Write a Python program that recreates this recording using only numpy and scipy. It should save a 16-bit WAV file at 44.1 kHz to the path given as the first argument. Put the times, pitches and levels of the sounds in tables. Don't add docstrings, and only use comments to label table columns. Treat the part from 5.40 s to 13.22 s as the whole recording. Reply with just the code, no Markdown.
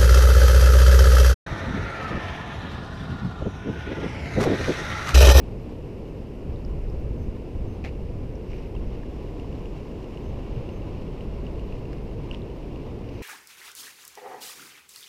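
import sys
import numpy as np
from scipy import signal
from scipy.fft import rfft, irfft, next_fast_len
from scipy.io import wavfile

SR = 44100
rng = np.random.default_rng(int(sys.argv[2]) if len(sys.argv) > 2 else 0)


def waveform_to_disk(signal):
    frames = np.transpose(np.atleast_2d(signal))
    scaled = np.clip(frames, -1, 1) * 32767
    samples = np.round(scaled).astype(np.int16)
    wavfile.write(sys.argv[1], SR, samples)


N = 344932
TIME = np.arange(N) / SR

# f/Hz, relative density/dB
ROAR_SPECTRUM = [(30, -25), (90, 2), (140, 1.5), (200, 0.5), (300, 0), (400, 0), (480, -2), (600, -10),
                 (760, -17), (1000, -24), (1500, -33.5), (4000, -57)]
WASH_SPECTRUM = [(200, -22.5), (550, 2.5), (800, 0.5), (1020, 2), (1300, -11.5), (1650, -16), (2200, -10),
                 (2800, -9.5), (3350, -15.5), (5300, -22), (6400, -28.5), (7100, -30.5), (9000, -44),
                 (15000, -45)]
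HISS_SPECTRUM = [(500, 3), (1600, 2.5), (2300, 5), (2800, 8), (3300, -6), (4200, -6.5), (5200, -4),
                 (6500, -11.5), (8500, -14), (11000, -16.5), (15000, -21)]
SIZZLE_SPECTRUM = [(3000, -25), (5500, 4), (6400, -7), (7100, 1), (8200, -13), (14000, -22)]
CONTACT_SPECTRUM = [(500, -16), (1500, -23), (2200, 10), (3200, 7.5), (4000, -2), (5200, 3.5), (6500, -8),
                    (8800, -9), (10500, -24), (15000, -30)]
CLOTH_SPECTRUM = [(600, -20), (1500, -4), (2300, 5.5), (2800, 5.5), (3400, -8), (4500, -6.5), (5600, -5.5),
                  (7000, -21), (14000, -28)]
HOUSING_SPECTRUM = [(120, -16), (300, 11), (500, -1), (750, 8), (1000, -4.5), (1600, -3), (2150, 4.5),
                    (2750, 5.5), (3300, -9), (4200, -7), (5700, -13), (8500, -28), (11500, -30),
                    (15000, -41)]
EDDY_SPECTRUM = [(8, -8.5), (20, -4.5), (30, -0.5), (44, 0), (58, -0.5), (80, -6.5), (125, -9),
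                 (180, -17.5), (300, -26), (700, -66), (2000, -87)]

# t/s, level/dB
SURF_LEVELS = [(0, -55.5), (1.8, -55.5), (2.4, -56), (3.3, -55.7), (3.8, -51.5), (4.7, -51), (5.1, -50),
               (5.5, -50), (6.7, -52), (7.82, -51)]
# start/s, end/s
HUNT_SPANS = [(0, 1.7), (2.85, 4.78), (5.8, 7.6)]
FIRM_TICKS = [0, 2, 6, 10, 14, 16, 17, 18, 19, 26]
# t/s, f/Hz
WHINE_RUNS = [(1.772, 6235), (2.272, 6290), (4.828, 6260), (5.305, 6345), (7.720, 6290)]
# t/s, hold/s, level/dB
SLEEVE_STROKES = [(3.04, 0.19, -57.5), (3.44, 0.11, -61.5), (6.85, 0.11, -58.5), (7.62, 0.35, -57.5)]
# t/s, level/dB, f/Hz, ring/ms
TACKLE_CLICKS = [(1.160, -50, 3800, .4), (1.25, -41.5, 5170, 0.25), (1.500, -49, 5250, .4),
                 (2.955, -47, 5600, .3), (3.133, -36, 2300, 0.26), (3.35, -39.5, 980, 1),
                 (3.352, -47, 3150, .8), (3.364, -44.5, 2750, 1.2), (3.632, -45, 1750, 0.91),
                 (6.531, -33.5, 1810, 0.18), (6.5317, -48, 5100, .35), (6.912, -28, 2800, 0.58),
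                 (6.9335, -40, 2830, .9), (6.942, -41, 3380, .4), (6.9469, -29, 2980, 0.3),
                 (7.019, -44, 3650, 0.32)]
# t/s, level/dB
REEL_BLOWS = [(2.4412, -37), (2.4478, -32.5), (2.4554, -36.5)]
# t/s, hold/s, push level/dB
GUST_PUSHES = [(0, 0.18, -36.5), (1.04, 0.084, -29), (1.24, 0.65, -29.5), (2.13, 0.13, -29),
               (2.38, 0.54, -34), (3.06, 0.18, -34), (3.34, .18, -30), (3.58, 0.76, -36),
               (4.84, .12, -31.5), (5.08, .11, -31), (5.33, 0.4, -36), (5.84, 0.52, -33), (6.48, .45, -36),
               (7.15, 0.19, -39)]


def amp(db):
    return 10 ** (np.asarray(db) / 20)


def unit(x):
    return x / np.sqrt(np.mean(x ** 2) + 1e-20)


def colour(x, spectrum):
    hz, db = np.transpose(spectrum)
    size = next_fast_len(N)
    bins_hz = np.fft.rfftfreq(size, 1 / SR)
    gain = amp(np.interp(np.log(bins_hz + 1), np.log(hz), db))
    return unit(irfft(rfft(x, size) * gain, size)[:N])


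def noise(spectrum):
    return colour(rng.standard_normal(N), spectrum)


def drift(rate_hz):
    knots = rng.standard_normal(8000)
    return unit(np.interp(TIME * rate_hz, np.arange(len(knots)), knots))


def steadied(x, window_s):
    window = signal.windows.hann(int(window_s * SR))
    weight = signal.fftconvolve(np.ones(N), window, "same")
    power = signal.fftconvolve(x ** 2, window, "same") / weight
    return x / np.sqrt(power + 1e-6)


def add(mix, start_s, sound):
    part = mix[max(round(start_s * SR), 0):][:len(sound)]
    part += sound[:len(part)]


def swell_power(rows, rise_s, fall_s):
    power = np.zeros(N)
    for start_s, hold_s, db in rows:
        attack = np.clip((TIME - start_s) / rise_s, 0, 1)
        release = np.exp(-np.maximum(TIME - start_s - hold_s, 0) / fall_s)
        power += (amp(db) * attack * release) ** 2
    return power


def ping(hz, ring_ms, crack):
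    t = np.arange(1200) / SR
    age = t * 1000 / ring_ms
    grit = crack[rng.integers(N - len(t)):][:len(t)]
    envelope = (age / 2 * np.exp(1 - age / 2)) ** 2
    return envelope * (np.sin(2 * np.pi * hz * t) + np.exp(-age / 4) * grit)


def sizzle(level_db=-73.5, flicker_db=2.0, centre_s=4.37, half_width_s=0.79):
    swell = np.exp(-((TIME - centre_s) / half_width_s) ** 2)
    return amp(level_db + flicker_db * drift(rate_hz=49)) * swell * noise(SIZZLE_SPECTRUM)


def sea(roar_db=-37, roar_exponent=0.16, hiss_db=-59.5, churn_db=0.96, fizz_db=1.0):
    surf = amp(np.interp(TIME, *np.transpose(SURF_LEVELS)))
    roar = amp(roar_db) * unit(surf) ** roar_exponent * steadied(noise(ROAR_SPECTRUM), window_s=1.0)
    spray = rng.standard_normal(N) * amp(fizz_db * drift(rate_hz=300))
    wash = surf * colour(spray, WASH_SPECTRUM) * amp(churn_db * drift(rate_hz=19))
    return roar + wash + amp(hiss_db) * noise(HISS_SPECTRUM)


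def focus_pips(hz=12700, level_db=-78, pip_s=0.04, period_s=0.108, waver=0.022, uneven_db=2):
    active = sum((TIME >= start_s) & (TIME < end_s) for start_s, end_s in HUNT_SPANS)
    stagger = 0.22 * drift(rate_hz=6)
    since_pip_s = (TIME / period_s + stagger) % 1 * period_s
    envelope = active * np.sin(np.pi * np.minimum(since_pip_s / pip_s, 1))
    phase = 2 * np.pi * np.cumsum(hz * (1 + waver * drift(rate_hz=500))) / SR
    return amp(level_db + uneven_db * drift(rate_hz=8)) * envelope * np.sin(phase)


def focus_whine(run_s=0.088, level_db=-70, octave_db=-8, waver=0.0059):
    out, t = np.zeros(N), np.arange(int(run_s * SR)) / SR
    speed = 1 + waver * drift(rate_hz=200)
    envelope = amp(level_db) * signal.windows.tukey(len(t), 0.2)
    for start_s, hz in WHINE_RUNS:
        phase = 2 * np.pi * np.cumsum(hz * np.interp(start_s + t, TIME, speed)) / SR
        add(out, start_s, envelope * (np.sin(phase) + amp(octave_db) * np.sin(2 * phase)))
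    return out


def focus_ticks(start_s=3.997, step_s=0.1293, steps=27, hz=2795, ring_ms=0.77, crack_db=-7):
    soft_db, firm_db, scatter_db, scatter_hz = -49, -42.5, 0.5, 70
    out, crack = np.zeros(N), amp(crack_db) * noise(CONTACT_SPECTRUM)
    for step, (force, detune) in enumerate(rng.standard_normal((steps, 2))):
        db = (firm_db if step in FIRM_TICKS else soft_db) + scatter_db * force
        tick = ping(hz + scatter_hz * detune, ring_ms, crack)
        add(out, start_s + step * step_s, amp(db) * tick)
    return out


def sleeve(grain_db=3):
    slips = rng.standard_normal(N) * amp(grain_db * drift(rate_hz=270))
    envelope = np.sqrt(swell_power(SLEEVE_STROKES, rise_s=0.066, fall_s=0.04))
    return envelope * colour(slips, CLOTH_SPECTRUM)


def tackle(crack_db=-11):
    out, crack = np.zeros(N), amp(crack_db) * noise(CONTACT_SPECTRUM)
    for start_s, db, hz, ring_ms in TACKLE_CLICKS:
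        add(out, start_s, amp(db) * ping(hz, ring_ms, crack))
    return out


def reel(decay_s=0.0053, rebounds=5, gap_s=0.007, loss_db=2, shiver_db=-52, shiver_s=0.034):
    power, t = np.zeros(N), np.arange(SR // 5) / SR
    last_s, last_db = REEL_BLOWS[-1]
    chatter = [(last_s + k * gap_s, last_db - k * loss_db) for k in range(1, rebounds + 1)]
    for start_s, db in REEL_BLOWS + chatter:
        add(power, start_s, (amp(db) * np.exp(-t / decay_s)) ** 2)
    add(power, last_s, (amp(shiver_db) * np.exp(-t / shiver_s)) ** 2)
    force = np.sqrt(power) * rng.standard_normal(N)
    return np.sqrt(power.mean()) * colour(force, HOUSING_SPECTRUM)


def wind(breeze_db=-36.5, ref_db=-33, flutter_db=0.5, deep_hz=65, upper_exponent=0.76, deep_exponent=1.4):
    gust_power = swell_power(GUST_PUSHES, rise_s=0.03, fall_s=0.094)
    push = np.sqrt(amp(breeze_db) ** 2 + gust_power) / amp(ref_db)
    eddies = steadied(noise(EDDY_SPECTRUM), window_s=0.11)
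    deep = signal.sosfiltfilt(signal.butter(2, deep_hz, fs=SR, output="sos"), eddies)
    buffet = push ** upper_exponent * (eddies - deep) + push ** deep_exponent * deep
    return amp(ref_db + flutter_db * drift(rate_hz=17)) * buffet


def scene():
    weather = wind() + sea() + sizzle()
    angler = reel() + tackle() + sleeve()
    focus_drive = focus_pips() + focus_whine() + focus_ticks()
    return (weather + angler + focus_drive)[None]


def record(dry):
    lowpass = signal.firwin(511, 15250, window=("kaiser", 9), fs=SR)
    return signal.oaconvolve(dry, lowpass[None], "same")


dry = scene()
out = record(dry)
waveform_to_disk(out)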